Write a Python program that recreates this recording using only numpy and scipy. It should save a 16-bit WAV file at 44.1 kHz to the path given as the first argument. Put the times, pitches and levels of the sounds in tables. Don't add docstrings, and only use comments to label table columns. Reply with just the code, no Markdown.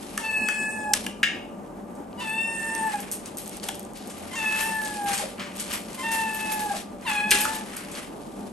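import sys
import numpy as np
from scipy import signal
from scipy.fft import rfft, irfft
from scipy.io import wavfile
from scipy.ndimage import uniform_filter1d, minimum_filter1d

SR = 44100
rng = np.random.default_rng(int(sys.argv[2]) if len(sys.argv) > 2 else 0)


def put_to_file(sound):
    columns = np.atleast_2d(sound).T
    safe = np.clip(columns, -1, 1)
    whole_steps = np.round(safe * 32767)
    wavfile.write(sys.argv[1], SR, whole_steps.astype(np.int16))


def boost_factor(decibels):
    exponent = np.asarray(decibels, float) / 20
    return 10 ** exponent


N = 375732

# frequency in Hz, level in dB per Hz.
FAN_AIR = [(15, -68), (34, -42), (52, -21), (120, -15.5), (170, -12), (202, 3.5), (250, -3), (320, -4),
           (650, -11), (800, -7.5), (1190, -20.5), (1560, -25), (2500, -43.5), (4500, -46), (7000, -39.5),
           (16000, -36)]
# frequency in Hz, width in Hz, level in dB.
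MOTOR_LINES = [(43.5, 4.7, -59), (87, 5.6, -59.5), (187.4, 31, -49.5), (583, 5.2, -50), (1187, 9.7, -56)]
# frequency in Hz, time to fall 60 dB in seconds.
KITCHEN_DECAY = [(250, 0.33), (1000, 0.19), (2500, 0.49), (5000, 0.41), (9000, 0.33), (14000, 0.039)]

# frequency in Hz, level in dB per Hz.
FILM_COLOUR = [(1800, -2), (3000, 2), (4500, -1), (6700, -2.5), (8500, 0), (10000, -1.5), (11000, 7.5),
               (13000, -24), (16000, 0.5)]
# frequency in Hz, level in dB per Hz.
SCUFF_COLOUR = [(500, -52), (1000, 2), (1600, 1.5), (2500, 1), (3500, -8.5), (5000, -61), (7000, -50)]
# peak in seconds, rise in seconds, fall in seconds, film peak in dB, scuff relative to film in
# dB.
STROKES = [(0.01, 0.12, 1.2, -41, -15), (.2, 0.46, 1.6, -39.5, -8.5), (.942, 0.01, 0.29, -27, -13),
           (2.215, 0.1, 0.55, -40, -2.5), (2.95, 1.1, 0.65, -37, -3), (3.13, .03, 0.62, -43.5, -22),
           (3.262, .03, 0.18, -37.5, -9.5), (3.384, 0.044, 0.5, -38.5, -20), (3.54, 0.15, 0.16, -35, -13),
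           (3.64, 0.041, 0.38, -33.5, -11), (3.75, .15, 0.087, -56, -15), (3.96, 0.032, 1.3, -43, -12),
           (4.1, 0.067, 0.67, -44, -8), (4.28, .2, .4, -59, -15), (4.44, 0.44, 0.15, -48.5, 7),
           (4.62, 0.87, 0.45, -28, -7), (4.85, 0.13, 0.53, -30.5, -15), (5.085, 0.047, 0.25, -25.5, -7),
           (5.14, 0.075, 0.18, -24.5, -6), (5.187, 0.062, 0.31, -27.5, -9), (5.408, 0.073, 0.48, -46.5, 11),
           (5.601, 0.16, 0.53, -32, -32), (5.743, 0.16, 0.15, -26, -6), (6.17, 0.62, 0.3, -30.5, -7.5),
           (6.55, 1.6, 0.42, -34, -8.5), (7.025, .015, .4, -50, 2), (6.797, 1.8, 0.13, -32.5, -12),
           (7.098, 0.11, 0.3, -28, 0), (7.33, 0.076, 0.48, -19.5, -10.5), (7.78, 1, 0.4, -39.5, -2.5),
           (7.965, 0.22, 0.28, -32.5, -3.5), (8.5, 6, 0.44, -48.5, -16)]
# start in seconds, peak in dB, centre in Hz, length in seconds.
SNAPS = [(1.95, -32, 8750, 0.024), (2.202, -24, 2900, 0.07), (3, -16, 10800, 0.033),
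         (3.115, -9, 10300, 0.048), (3.26, -28, 8230, 0.036), (3.369, -17, 11500, 0.09),
         (3.636, -18, 8850, 0.025), (3.744, -25, 11400, 0.031), (3.949, -28, 3370, 0.11),
         (4.096, -22, 7800, 0.038), (4.349, -19, 6750, 0.082), (4.6, -9.5, 11200, 0.095),
         (4.813, -18, 11200, 0.034), (5.083, -17, 8200, 0.012), (5.135, -10, 8850, 0.04),
         (5.175, -10, 8200, 0.027), (5.079, -21, 2505, 0.03), (5.706, -23, 2600, 0.086),
         (7.913, -21, 8900, 0.037), (5.392, -20, 2930, 0.093), (5.599, -12, 9500, 0.028),
         (5.724, -10.5, 11800, 0.053), (5.948, -17, 10900, 0.012), (6.111, -9, 10400, 0.091),
         (6.343, -11, 12100, 0.034), (6.517, -9, 11600, 0.047), (6.596, -15, 10800, 0.07),
         (6.764, -23, 3430, 0.032), (7.016, -30, 11010, 0.021), (7.399, -10, 8720, 0.023),
         (7.406, -3.5, 11600, 0.046), (7.55, -15, 11000, 0.026), (7.763, -14, 10100, 0.033),
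         (7.951, -21, 3200, 0.026)]
# start in seconds, peak in dB, centre in
# Hz.
TICKS = [(3.1149, -21, 9000), (3.2596, -28, 7500), (3.3718, -25, 9000), (3.385, -21, 11000),
         (3.478, -26, 9500), (3.4946, -28, 9500), (3.5699, -27, 10000), (3.5993, -29, 3900),
         (3.6327, -23, 4500), (3.754, -28, 11000), (3.7954, -25, 11500), (3.8303, -36, 10000),
         (3.8507, -36, 8000), (5.3972, -25, 3000), (5.5639, -29, 10000), (5.5988, -22, 7000),
         (5.946, -30, 10000), (2.13, -40, 3000), (3.935, -38, 9000), (3.975, -36, 11500),
         (3.984, -35, 11500), (4.0738, -32, 9000), (4.079, -32, 11500), (4.184, -36, 11500),
         (4.278, -37, 6000), (4.355, -28, 6500), (4.8176, -28, 3000), (4.8491, -27, 8600),
         (5.3823, -34, 2500), (5.8842, -33, 4000), (5.9316, -34, 7200), (7.0126, -38, 6000),
         (7.7679, -28, 9000), (7.8492, -33, 4000), (7.952, -29, 4000), (4.357, -28, 1500),
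         (4.422, -31, 1500), (4.55, -29, 1500), (4.7, -31, 1600), (4.82, -29, 1500), (4.97, -33, 2500),
         (4.491, -29, 4000), (6.12, -27, 2000), (6.347, -28, 2500), (6.522, -28, 2300), (3.46, -33, 7000),
         (3.745, -31, 5000), (3.805, -33, 6000),
         (2.8363, -37, 4516), (2.92, -31, 5000), (3.0039, -28, 6000), (3.1205, -29, 8600),
          (3.1235, -28, 9600), (3.2655, -39, 7500), (3.4649, -37, 9000), (4.6076, -27, 7000),
          (5.0616, -30, 2500), (5.0786, -30, 5000), (5.0865, -26, 8000), (5.1339, -18, 4500),
          (5.1425, -25, 7000), (5.1803, -26, 7000), (5.1865, -20, 4500), (5.4487, -36, 2500),
          (5.5201, -35, 2500), (5.5699, -28, 11300), (5.626, -28, 8000), (5.6907, -29, 3000),
          (5.7191, -23, 3000), (5.742, -26, 5000), (6.5946, -27, 7000), (6.7323, -43, 6990),
          (7.3875, -16, 10900), (7.4195, -22, 11000), (7.5507, -32, 8500), (7.585, -33, 7000)]

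# start in seconds, peak in dB, brightness in dB, main ring in Hz, contact in seconds.
CLINKS = [(0.1762, -8, 17.5, 1490, 0.0037), (0.486, -9, 15.5, 1485, 0.0038), (.935, 0.5, 26, 5800, 0.0061),
          (1.0641, -12, 18.5, 2700, 0.0049), (1.2301, -4, -4, 1880, 0.0071),
          (1.236, -9.5, -14, 2670, 0.0081), (2.75, -12.5, 36, 6260, 0.0026),
          (3.6865, -12, 19.5, 3260, 0.0062), (3.6885, -23, -25, 780, 0.0031),
          (5.222, -28.5, -28, 546, 0.016), (6.733, -22.5, -27, 665, 0.011), (7.075, -19, -4, 1870, 0.0076),
          (7.3074, -3.5, 36, 5500, 0.0067), (7.3124, -0.5, 19.5, 2570, 0.01), (7.313, -26, -29, 360, 0.004),
          (7.313, -10.5, -10, 3720, 0.016), (1.258, -23, -28, 1500, 0.011), (7.451, -11, 9, 1170, 0.0061)]
# frequency in Hz, width in Hz, level in dB.
BOWL_RINGS = [(1720, 60, 2), (2110, 200, -4), (2400, 200, -5), (2760, 220, -2), (3100, 300, -9),
              (4730, 250, -11), (5950, 300, -15)]

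# time in seconds, pitch in Hz, effort in dB,
# chest tone relative in dB, open-mouth ring relative in dB.
MEOWS = [
    [(0.215, 895, -50, 0, -9), (0.24, 885, -36.5, 0, 8), (0.335, 871, -35, -9.5, 8.5),
     (0.493, 857, -32.5, -7.5, 7), (0.68, 860, -30, -11, -5), (0.77, 865, -33, -8, -4),
     (0.853, 849, -36, 4, -11), (0.945, 840, -43, 17.5, -18)],
    [(2.2, 906, -43.5, -5, 5.5), (2.288, 872, -37, 0, 4), (2.4, 896, -34, -6.5, 8.5),
     (2.49, 905.6, -35, -4.5, 0.5), (2.61, 894.4, -28, -14, -10), (2.768, 897, -29.5, -5.5, -11.5),
     (2.87, 875, -32, 5, -17), (3.0, 798, -53, 16, 2)],
    [(4.35, 930, -39.5, -9, 2), (4.406, 880.6, -34.5, -2, 6.5), (4.502, 865.7, -31, -6, 3.5),
     (4.69, 888.3, -30, -4.5, -7.5), (4.84, 861, -32, -2.5, -31), (4.95, 840, -45, 10.5, -13),
     (5.062, 809, -39, 13, -19), (5.24, 776, -50, 3, -21)],
    [(6.025, 908, -38, 2, -3), (6.065, 904, -31, -0.5, -1), (6.201, 893.4, -25.5, -2.5, -10.5),
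     (6.289, 876, -38.5, 4, 4), (6.4, 873.4, -41.5, 5.5, 3.5), (6.53, 864.5, -38, 8, 0.5),
     (6.657, 844.4, -40, 11.5, -19), (6.742, 810.6, -38, 9, -18)],
    [(7.062, 931, -33, 0, 4), (7.11, 849, -35.5, 5, 6.5), (7.19, 830, -32.5, -0.5, 11),
     (7.28, 854, -34.5, 3, 5), (7.35, 835, -33.5, 0, 0), (7.43, 852, -35.5, 2.5, -5),
     (7.505, 877.5, -41, 9.5, -12), (7.64, 866, -51.5, 14, -22)],
]
# time in seconds, pitch in Hz, effort in dB, chest tone relative in dB, open-mouth ring relative in dB.
SQUEAKS = [
    [(2.175, 958, -59, 8.4, 13), (2.205, 982, -51, 11, 12), (2.232, 1000, -56, 23, -4)],
    [(4.305, 1020, -53.5, -6, -9), (4.34, 1026, -42, 2, 1), (4.362, 1125, -38, 3, -10)],
    [(5.975, 1030, -46, 4.5, -7), (6.015, 1040, -41, 5.4, -3), (6.045, 1080, -57, 10, 5)],
    [(7.046, 1076, -60, 14, 0), (7.07, 970, -34, 9.8, 0)],
    [(.9, 818, -47, 21, -16), (.935, 805, -58, 16, -20)],
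    [(2.935, 833.3, -36, 16.7, -20), (2.98, 820, -55, 13, -20)],
    [(5.195, 816, -42, 24, -20), (5.232, 830, -65, 9.6, -20)],
    [(6.69, 811, -37.5, 9.6, -20), (6.728, 793, -47, 15, -20)],
    [(.195, 958, -51, 7.2, -1), (.225, 880, -45, 7.3, 1)],
]
# sharpness of the nasal resonances in dB,
# 4th partial against the 3rd in dB, 5th likewise in dB, nasal whistle in dB, whistle peak as 0-1 of the call.
VOICES = [(4, -33, -26, -53.5, 0.52), (6.5, -21, -26.5, -51.5, 0.55), (9, -23.5, -34, -57, 0.54),
          (8, -21.5, -33, -62, 0.4), (6, -21.5, -26.5, -56, 0.03), (-2, -29, -27, -64.5, 0.7),
          (-12, -30, -16, -69, 0.8), (-7, -30, -26, -62.5, 0.45),
          (-11, -12, -26, -68, 0.0)] + 5 * [(-2, -18, -25, -76, .5)]
# frequency in Hz, level in dB.
HEAD_COLOUR = [(3400, -10), (4400, -0.5), (5300, 1), (6200, -2), (7100, 4.5), (8000, 13), (8800, 5),
               (9600, 4), (11500, 3), (13000, -17)]
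# frequency in Hz, half width in Hz.
NOSE = [
    (8900, 430),
    (11350, 150),
]
# time in seconds, number of the partial, half length in seconds.
DROPOUTS = [(.72, 1, .012), (.72, 2, .012), (2.43, 1, .025), (2.6, 1, .02), (2.925, 1, .012),
            (2.925, 2, .012), (4.42, 2, .008), (4.58, 2, .02), (4.705, 2, .01), (4.94, 1, .014),
            (5.19, 1, .01), (6.66, 2, .015), (6.685, 1, .008), (7.312, 1, .006), (6.64, 3, .05),
            (4.8, 3, .05), (7.545, 1, .012), (7.6, 1, .008), (7.194, 3, .005), (7.265, 3, .012),
            (7.14, 3, .02), (7.225, 3, .01)]

# frequency in Hz, likeness 0-1.
LIKENESS = [(40, 1), (170, .92), (500, .55), (1000, .2), (2000, .5), (6000, .55), (7600, .7), (8300, .88),
            (16000, .85)]
# frequency in Hz, lead in half turns.
PORT_LEAD = [(0, 0), (500, .07), (900, .28), (2000, .05), (3300, .3), (5900, .15), (6700, 0), (7600, .33),
             (8300, 0), (8700, 0), (10150, -1), (12200, -2), (13500, -3), (15000, -4)]
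# frequency in Hz, left minus right in dB.
PORT_LEAN = [(60, 0), (200, 1), (700, 1), (1300, .5), (2500, 2), (6700, 4), (8200, 0), (16000, 0)]
# frequency in Hz, level in dB.
MICROPHONE = [(11300, -1.5), (11800, -1.5), (12200, -14), (12750, -11), (13500, -23), (14500, -30),
              (15800, -27), (16500, -73)]
OPEN_TREBLE = [2.75, 3.12, 3.27, 3.5, 3.81, 5.41, 5.73, 5.88, 6.13, 6.36, 7.11]


def evened(x):
    return x / np.sqrt(np.mean(x ** 2) + 1e-20)


def read(points, hz):
    f, value = np.transpose(points)
    return np.interp(np.log(hz + 1), np.log(f + 1), value)


def add(mix, s, sound):
    part = mix[round(s * SR):][:len(sound)]
    part += sound[:len(part)]


def coloured(x, spectrum):
    hz = np.fft.rfftfreq(x.shape[-1], 1 / SR)
    return evened(irfft(rfft(x) * boost_factor(read(spectrum, hz)), x.shape[-1]))


def resonate(x, hz, width):
    r = np.exp(-np.pi * width / SR)
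    return signal.lfilter([1 - r, 0, r - 1], [1, -2 * r * np.cos(2 * np.pi * hz / SR), r * r], x)


def drift(length, samples):
    size = int(samples)
    once = uniform_filter1d(rng.standard_normal(length), size)
    return evened(uniform_filter1d(once, size))


def fan():
    sound = coloured(rng.standard_normal((2, N)), FAN_AIR) * boost_factor(-38 + 1.37 * drift(N, 1530))
    for hz, width, db in MOTOR_LINES:
        sound = sound + boost_factor(db) * evened(resonate(rng.standard_normal((2, N)), hz, width))
    return sound


def kitchen(x):
    taps = np.zeros((2, SR // 2))
    at = np.arange(200, SR // 2 - 20, 20) + rng.integers(0, 20, (2, (SR // 2 - 201) // 20))
    np.put_along_axis(taps, at, rng.choice([-1., 1.], at.shape), 1)
    hz, t, z = signal.stft(taps, SR, nperseg=256)
    t60 = np.maximum(read(KITCHEN_DECAY, hz), .05)[:, None]
    tail = signal.istft(z * boost_factor(-60 * t / t60), SR, nperseg=256)[1]
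    return signal.fftconvolve(x[None], tail / np.linalg.norm(tail[0]), axes=1)[:, :N]


def rustle():
    t = np.arange(0, N, 32) / SR
    s, rise, fall, peak_db, scuff_db = np.transpose(STROKES)[:, :, None]
    away = np.where(t < s, (s - t) / rise, (t - s) / fall)
    power = boost_factor(2 * (peak_db - 36 * away))

    def gain(stroke_power):
        idle = boost_factor(2 * -62)
        return np.interp(np.arange(N) / SR, t, np.sqrt(idle + stroke_power.sum(0)))

    clumps_db = 1.8 * drift(N, 120) + 1.6 * drift(N, 700)
    grains = rng.standard_normal((2, 2, N)) * boost_factor(2.0 * rng.exponential(1, (2, 2, N)) + clumps_db)
    film = coloured(grains[0], FILM_COLOUR)
    flips = (rng.random((6, N)) < 7 / SR) * boost_factor(20 + 3 * rng.standard_normal((6, N)))
    for flip, hz in zip(flips, np.geomspace(2500, 11500, 6)):
        film = film + resonate(flip, hz, .4 * hz)
    scuff = coloured(grains[1], SCUFF_COLOUR)
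    return gain(power) * film + gain(power * boost_factor(2 * scuff_db)) * scuff


def snap(peak_db, hz, length):
    u = np.arange(6000) / SR / length
    tick_db = 3 * np.minimum(rng.exponential(1, len(u)), 4)
    ticks = rng.standard_normal(len(u)) * boost_factor(tick_db - 14 * u) * np.minimum(12 * u, 1)
    return boost_factor(peak_db - 12.5) * resonate(ticks, np.clip(hz, 2000, 12000), 2700)


def tick(peak_db, hz):
    bright = hz > 6900
    flip = np.zeros(200)
    flip[[1, 25, 60]] = 1, -.5, .3
    sound = resonate(resonate(flip, hz, .6 * hz), hz, 1.2 * hz)
    edge = .25 * bright * np.diff(flip, 2, prepend=0, append=0)
    return boost_factor(peak_db + 3 + 7 * bright) * (sound / abs(sound).max() - edge)


def clink(peak_db, bright_db, ring_hz, contact):
    t = np.arange(6000) / SR
    u = t / contact
    chatter = rng.standard_normal(len(t)) * np.minimum(t / 0.00038, 1) * boost_factor(-4 * u - 6.7 * u ** 10.0)
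    bowl = sum(boost_factor(db) * evened(resonate(chatter, hz, w)) for hz, w, db in BOWL_RINGS) * (ring_hz > 1400)
    ring = evened(resonate(resonate(chatter, ring_hz, .3 * ring_hz), ring_hz, .6 * ring_hz))
    crack = evened(resonate(chatter, 13700, 41000))
    rim = evened(resonate(chatter, 1750, 34)) * (1400 < ring_hz < 2000)
    blow = boost_factor(-5.5) * bowl + boost_factor(-21 - bright_db) * rim + ring + boost_factor(bright_db - 12.5) * crack
    high_pass = signal.butter(6, .82 * min(ring_hz, 1700), "high", fs=SR, output="sos")
    blow = signal.sosfilt(high_pass, blow)
    return boost_factor(peak_db) * blow / abs(blow).max()


def meow(rows, nose_db, fourth_db, fifth_db, nasal_db, nasal_at):
    s, *columns = np.transpose(rows)
    t = np.arange(s[0], s[-1], 1 / SR)
    since, left = t - t[0], t[-1] - t
    hz, effort_db, chest_db, mouth_db = (np.interp(t, s, c) for c in columns)
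    turns = np.cumsum(hz * (1 + 0.0045 * drift(len(t), 158))) / SR
    if len(rows) > 3:
        inside = np.minimum(since / 0.013, left / 0.031)
        effort_db = effort_db - 6.5 * np.clip(1 - inside, 0, 1)
    whistle_db = nasal_db - 54 * (since / (t[-1] - t[0]) - nasal_at) ** 2
    open_db = uniform_filter1d(effort_db + mouth_db, size=1500) + 14 * np.exp(-since / 0.079)
    levels = [effort_db + chest_db + 1, effort_db, effort_db + mouth_db, open_db + fourth_db, open_db + fifth_db]
    for at, partial, half in DROPOUTS:
        levels[partial - 1] = levels[partial - 1] - 14 * np.exp(-((t - at) / half) ** 2)
    flutter_db = [min(.8 + .25 * k, 2) * drift(len(t), 260) for k in range(15)]

    def wave(k):
        return np.cos(2 * np.pi * k * turns + k * k)

    low = 0
    for k, db in enumerate(levels):
        low = low + boost_factor(db + flutter_db[k]) * np.cos(2 * np.pi * (k + 1) * turns + k * k)
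    breath = 1 + 0.12 * drift(len(t), 48)
    top = 0
    for k in range(4, 15):
        ring = sum(np.exp(-((k * hz - f) / w) ** 2) for f, w in NOSE)
        top_db = read(HEAD_COLOUR, k * hz) + nose_db * (2 * ring - 1) + 2 * flutter_db[k]
        top = top + boost_factor(top_db) * wave(k)
    fade = np.clip(np.minimum(since, left) / .008, 0, 1)
    return s[0], np.sqrt(2) * (low + boost_factor(whistle_db) * breath * top) * fade


def ports(direct, diffuse):
    hz = np.fft.rfftfreq(N, 1 / SR)
    same = np.clip(read(LIKENESS, hz), -1, 1)
    near, (a, b) = rfft(direct), rfft(diffuse)
    lead = np.interp(hz, *np.transpose(PORT_LEAD))
    turn = boost_factor(read(PORT_LEAN, hz) / 2) * np.exp(.5j * np.pi * lead)
    left = (near + a) * turn
    right = (near + same * a + np.sqrt(1 - same ** 2) * b) / turn
    return irfft(np.array([left, right]) * boost_factor(read(MICROPHONE, hz)), N)


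def thrift(x, pair_db, top_db, mask_db):
    hz, _, z = signal.stft([x[0] + x[1], x[0] - x[1]], SR, "cosine", 2048, 1024)
    bands = z[:, :1024].reshape(2, 64, 16, -1)
    level = 10 * np.log10((abs(bands) ** 2).mean(2) + 1e-20)
    hz, blocks = hz[8::16, None], level.shape[-1]
    edge = uniform_filter1d(np.diff(np.pad(x[0], (0, 2048)), 2) ** 2, 64)
    sharp = (-minimum_filter1d(-edge, 1024) > 7.5 * uniform_filter1d(edge, 2048))[::1024][:blocks]
    pair_gap = pair_db * rng.uniform(.6, 1.8, blocks) + 14 * sharp
    partner = (hz > 8200) * (level < level[::-1] - pair_gap)
    middle = level.max(0)[24:34].mean(0)
    budget = np.maximum(middle - top_db * rng.uniform(0.98, 1.7, blocks), level.max((0, 1)) - 57)
    near_open = abs(np.arange(len(sharp))[:, None] * 1024 / SR - OPEN_TREBLE) < .018
    spare = (hz > 14200) * near_open.any(1)
    top = (hz > 11000) * (level < budget - 14 * sharp) * ~spare
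    louder = np.maximum(np.roll(level, 2, 1), np.roll(level, 3, 1))
    masked = (hz > 1900) * (level < louder - mask_db)
    z[:, :1024] *= np.repeat((partner + top + masked == 0) * boost_factor(8 * spare), 16, axis=1)
    mid, side = signal.istft(z, SR, "cosine", 2048, 1024)[1][:, :N]
    return np.array([mid + side, mid - side]) / 2


def scene():
    film = rustle()
    snaps, spoon, spoon_echo, kitten = np.zeros((4, N))
    for s, *fold in SNAPS:
        add(snaps, s, snap(*fold))
    for s, *flip in TICKS:
        add(snaps, s, tick(*flip))
    for s, peak_db, bright_db, ring_hz, contact in CLINKS:
        sound = clink(peak_db, bright_db, ring_hz, contact)
        echo_db = -3 - 3.5 * ring_hz / 1000 + 0.71 * contact * 1000
        add(spoon, s, sound)
        add(spoon_echo, s, boost_factor(echo_db) * sound)
    for rows, voice in zip(MEOWS + SQUEAKS, VOICES):
        add(kitten, *meow(rows, *voice))
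    echo = kitchen(boost_factor(-7.5) * kitten + spoon_echo + boost_factor(-9.5) * snaps + boost_factor(-14.5) * film[0])
    return ports(kitten + spoon + snaps, echo + film + fan())


def roll_off(x):
    return signal.sosfilt(signal.butter(12, 16810, fs=SR, output="sos"), x)


def record(dry):
    thin = thrift(dry, pair_db=7, top_db=16, mask_db=28)
    return roll_off(thin)


dry = scene()
out = record(dry)
put_to_file(out)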